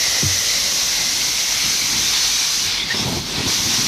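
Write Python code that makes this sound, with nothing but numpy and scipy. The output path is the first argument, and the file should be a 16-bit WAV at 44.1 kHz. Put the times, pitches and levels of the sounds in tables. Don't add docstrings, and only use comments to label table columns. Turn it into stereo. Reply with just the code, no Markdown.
import sys
import numpy as np
from scipy import signal
from scipy.fft import rfft, irfft, next_fast_len
from scipy.io import wavfile
from scipy.ndimage import uniform_filter1d, map_coordinates

SR = 44100
rng = np.random.default_rng(int(sys.argv[2]) if len(sys.argv) > 2 else 0)


def boost(x):
    u = np.asarray(x, float) / 20
    return 10 ** u


def log_audio(samples):
    frames = np.atleast_2d(samples).T
    limited = np.clip(frames, -1, 1)
    pcm = np.round(limited * 32767).astype(np.int16)
    wavfile.write(sys.argv[1], SR, pcm)


N = 170667

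# (time [s], airflow [dB], slot resonance [Hz], resonance strength [dB])
AIRFLOW = [(0, -22.5, 1960, 15), (.9, -20.5, 2070, 5), (1.7, -21.5, 2180, 10), (2.3, -18.5, 2370, 0.5),
           (2.62, -20.5, 2300, -0.5), (2.7, -19, 2250, 6), (2.78, -21.5, 2300, 9), (2.87, -24, 2060, 12),
           (2.92, -19.5, 2120, 2), (3., -19, 2100, 2.5), (3.05, -23, 2200, 3), (3.19, -24.5, 2300, 4),
           (3.23, -28.5, 2320, 2), (3.3, -22.5, 2250, -1), (3.37, -21.5, 2200, 4), (3.43, -20, 2120, 3.5),
           (3.5, -21.5, 2090, 5), (3.87, -20, 2140, 1)]
# (frequency [Hz], likeness [0-1])
LIKENESS = [(60, 0.78), (130, 0.81), (290, 0.76), (630, 0.58), (1390, 0.32), (3040, 0.2), (6670, 0.11),
            (9000, .03)]


def unit(x):
    return x / np.sqrt(np.mean(x ** 2) + 1e-20)


def along(points, hz):
    f, v = np.transpose(points)
    return np.interp(np.log(hz + 1), np.log(f + 1), v)


def curves(rows, t):
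    s, *cols = np.transpose(rows)
    return [np.interp(t, s, c) for c in cols]


def wobble(rate):
    knots = rng.standard_normal(int(N * rate / SR) + 4)
    return map_coordinates(knots, [np.arange(N) * rate / SR])


def filtered(x, response):
    m = next_fast_len(N + SR // 2)
    hz = np.fft.rfftfreq(m, 1 / SR)
    return irfft(rfft(x, m) * response(hz), m)[..., :N]


def bump(hz, centre_hz, width_hz):
    return 1 / (1 + (2 * (hz - centre_hz) / width_hz) ** 2)


def rush(colour, alike, patchy_db, moving_db=lambda hz, t: 0, extra=0):
    hop, comb_db = 128, 1.3
    hz, t, z = signal.stft(rng.standard_normal((2, N)) + extra, SR, nperseg=4 * hop, noverlap=3 * hop)
    hz = hz[:, None]
    patches = uniform_filter1d(rng.standard_normal(z.shape[1:]), size=6, axis=0)
    patches = uniform_filter1d(patches, size=12, axis=1)
    comb = uniform_filter1d(rng.standard_normal(z.shape[1:]), size=60, axis=1)
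    gain_db = comb_db * unit(comb) + patchy_db * (0.74 + hz / 16000) * unit(patches)
    z = z * boost(gain_db + moving_db(hz, t))
    pair = signal.istft(z, nperseg=4 * hop, noverlap=3 * hop)[1][:, :N]

    def mid_side(f):
        angle = np.arccos(np.clip(along(alike, f), -1, 1)) / 2
        return boost(along(colour, f)) * np.array([np.cos(angle), np.sin(angle)])

    mid, side = filtered(pair, mid_side)
    return unit(np.array([mid + side, mid - side]))


def dip(hz, t):
    # (time [s], band gain [dB])
    echo_dip = [(0, 4), (1, -3), (2.2, -9.5), (2.6, -14), (2.9, -4), (3.2, -1.5), (3.87, -9.5)]
    return curves(echo_dip, t)[0] * bump(hz, centre_hz=587, width_hz=194)


def suction():
    # (frequency [Hz], density [dB per Hz])
    air_colour = [(250, -26), (500, -10), (1500, -10), (3000, -3), (3600, 0), (6000, -0.5), (7600, -14.5),
                  (15000, -24)]
    # (time [s], treble [dB])
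    turn_away = [(2.6, -0.35), (2.72, -2.5), (2.88, -3.5), (2.97, -4.5), (3.1, 0.5), (3.2, 0), (3.3, -1),
                 (3.42, -4), (3.5, -0.5)]
    turn_hz, flutter_db = 4500, 0.7

    def resonances(hz, t):
        _, slot_hz, slot_db = curves(AIRFLOW, t)
        slot = slot_db * bump(hz, slot_hz, width_hz=280)
        pipe = 3 * bump(hz, centre_hz=4190, width_hz=480)
        treble = curves(turn_away, t)[0] / (1 + (turn_hz / (hz + 1)) ** 4)
        return slot + pipe + dip(hz, t) + treble

    flow_db = curves(AIRFLOW, np.arange(N) / SR)[0]
    flutter = flutter_db * (wobble(11) + wobble(20))
    return boost(flow_db + flutter) * rush(air_colour, LIKENESS, patchy_db=1.07, moving_db=resonances)


def spray():
    # (time [s], length [s], level [dB])
    valve_open = [
        (-.3, 2.96, -19.5),
        (3.468, .8, -21.5),
    ]
    # (frequency [Hz], density [dB per Hz])
    spray_colour = [(1500, -34), (3300, -15), (5000, -5), (6000, 1), (6900, -9), (8000, -17), (11000, -15),
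                    (15000, -18.5)]
    open_s, shut_s, fade_db_per_s = 0.011, 0.036, 0.84
    drops_per_s, drop_hz, drop_db = 3000, 5700, -7.5
    t = np.arange(N) / SR
    gate = np.zeros(N)
    for s, length, db in valve_open:
        opening = np.clip((t - s) / open_s, 0, 1)
        closing = np.exp(-np.clip(t - s - length, 0, None) / shut_s)
        gate += boost(db - fade_db_per_s * (t - s)) * opening * closing
    hits = (rng.random((2, N)) < drops_per_s / SR) * rng.standard_normal((2, N))
    patter = boost(drop_db) * unit(filtered(hits, lambda f: bump(f, drop_hz, drop_hz)))
    unsteady = boost(0.2 * wobble(9.2) + 0.37 * wobble(21.99))
    return gate * unsteady * rush(spray_colour, LIKENESS, patchy_db=1.13, extra=patter)


def roar():
    # (frequency [Hz], density [dB per Hz])
    roar_colour = [(20, -23), (48, 7), (75, -6), (140, -3), (300, -4.5), (420, -10), (1500, -18.5),
                   (6000, -27), (15000, -25)]
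    roar_db, fade_db_per_s = -38, 0.26
    follow, follow_hz = 0.27, 700

    def moving(hz, t):
        flow_db = curves(AIRFLOW, t)[0]
        upper = (1 - bump(hz, 0, 2 * follow_hz)) * (hz < 6 * follow_hz)
        return dip(hz, t) + follow * (flow_db - flow_db.mean()) * upper

    level_db = roar_db - fade_db_per_s * np.arange(N) / SR + 2.0 * wobble(4.9)
    return boost(level_db) * rush(roar_colour, LIKENESS, patchy_db=2.0, moving_db=moving)


def knocks():
    # (time [s], peak [dB], share of full ring length)
    floor_blows = [
        (0.222, -10, 1.),
        (2.651, -22, .45),
        (3.468, -16, 0.17),
    ]
    # (frequency [Hz], level [dB], 60 dB decay [s])
    floor_ring = [(92.5, 6.5, 0.39), (113, -1.5, 0.32), (137, 9.5, 0.15), (206, 3.5, 0.096),
                  (300, -5, 0.26), (375, -1.5, 0.081), (530, -4, 0.047), (920, -1, 0.013)]
    slow_cycles, slow_hz = 2.3, 100
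    out, t = np.zeros(N + SR), np.arange(SR // 2) / SR
    for s, db, share in floor_blows:
        ring = np.zeros(len(t))
        for hz, level_db, t60 in floor_ring:
            decay = boost(level_db - 60 * t / (t60 * share))
            swell = 1 - np.exp(-(t * hz ** 2 / (share * slow_cycles * slow_hz)) ** 2)
            ring += decay * swell * np.sin(2 * np.pi * hz * t)
        out[round(s * SR):][:len(t)] -= boost(db - 10.5) * ring
    return out[:N]


def drag():
    # (time [s], length [s], level at start [dB], level at end [dB], judder [Hz])
    strokes = [
        (1.87, 0.24, -41, -46, 150),
        (2.704, 0.245, -51, -35.5, 130),
        (2.938, .12, -26.5, -26.5, 119),
        (3.059, .12, -22, -25.5, 170),
        (3.179, 0.16, -35, -36, 180),
        (3.328, .12, -30, -28.5, 230),
        (3.455, 0.15, -21.5, -44, 300),
        (3.561, .08, -37, -34.5, 150),
        (3.638, 0.25, -31, -31, 270),
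    ]
    # (frequency [Hz], density [dB per Hz])
    drag_colour = [(30, -32), (70, -7.5), (110, -1), (200, -4), (400, -6.5), (500, -12.5), (1000, -10.5),
                   (1800, -31)]
    # (frequency [Hz], left-right likeness [0-1])
    drag_likeness = [(60, 1), (300, 0.82), (1000, 0.23)]
    edge_s, judder_db, judder_width_hz = 0.03, 6, 98
    t = np.arange(N) / SR

    def edge(s):
        return np.clip((t - s) / edge_s, 0, 1)

    press = np.zeros(N)
    for s, length, start_db, end_db, _ in strokes:
        stroke_db = np.interp(t, [s, s + length], [start_db, end_db])
        press += boost(stroke_db) * (edge(s) - edge(s + length))
    pitch = [(s + length / 2, hz) for s, length, *_, hz in strokes]

    def judder(hz, t):
        return dip(hz, t) + judder_db * bump(hz, curves(pitch, t)[0], judder_width_hz)

    scrape = rush(drag_colour, drag_likeness, patchy_db=2.0, moving_db=judder)
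    return press * unit(boost(1.4 * wobble(70)) * scrape)


def whistles():
    # (time [s], length [s], pitch [Hz], level [dB])
    lip_lifts = [
        (2.27, 0.26, 2350, -30.5),
        (2.7, 0.069, 5150, -27),
        (2.736, 0.14, 3490, -26),
        (2.893, 0.046, 1860, -23),
        (2.936, 0.098, 5300, -25),
        (3.356, 0.019, 4100, -23),
    ]
    sharpness = 7.8
    t, out = np.arange(N) / SR, 0
    for s, length, hz, db in lip_lifts:
        shared, left, right = rng.standard_normal((3, N))
        pair = np.array([shared + 1.4 * left, shared + 0.73 * right])
        band = unit(filtered(pair, lambda f: bump(f, hz, hz / sharpness)))
        swell = np.sin(np.pi * np.clip((t - s) / length, 0, 1))
        out = out + boost(db) * swell * band
    return out


def scene():
    return suction() + spray() + roar() + knocks() + drag() + whistles()


def low_pass(x):
    return signal.sosfilt(signal.butter(12, 15220, fs=SR, output="sos"), x)


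def record(dry):
    # (frequency [Hz], left over right [dB])
    port_shade = [(40, 2), (200, 6.5), (1300, 8), (2300, 11.5), (3200, 14.5), (6000, 15), (7600, 4),
                  (14000, 14)]
    # (frequency [Hz], left phase ahead of right [rad])
    port_lead = [(60, -0.0048), (1100, 0.41), (2200, 0.76), (2600, 0.15), (4800, 1.2), (6600, -2.65),
                 (9000, 1.6)]
    left_db, low_hz, ceiling, top_hz = 5, 36.8, 0.7, 14600

    def ports(hz):
        left = boost(left_db + 0 * hz)
        right = boost(left_db - along(port_shade, hz)) * np.exp(-1j * along(port_lead, hz))
        low_cut = hz ** 2 / (hz ** 2 + low_hz ** 2)
        return np.array([left, right]) * low_cut

    x = filtered(dry, ports)
    x = x / (1 + np.abs(x / ceiling) ** 6) ** (1 / 6)
    mix = filtered(x, lambda hz: hz < top_hz)
    return low_pass(mix)


dry = scene()
out = record(dry)
log_audio(out)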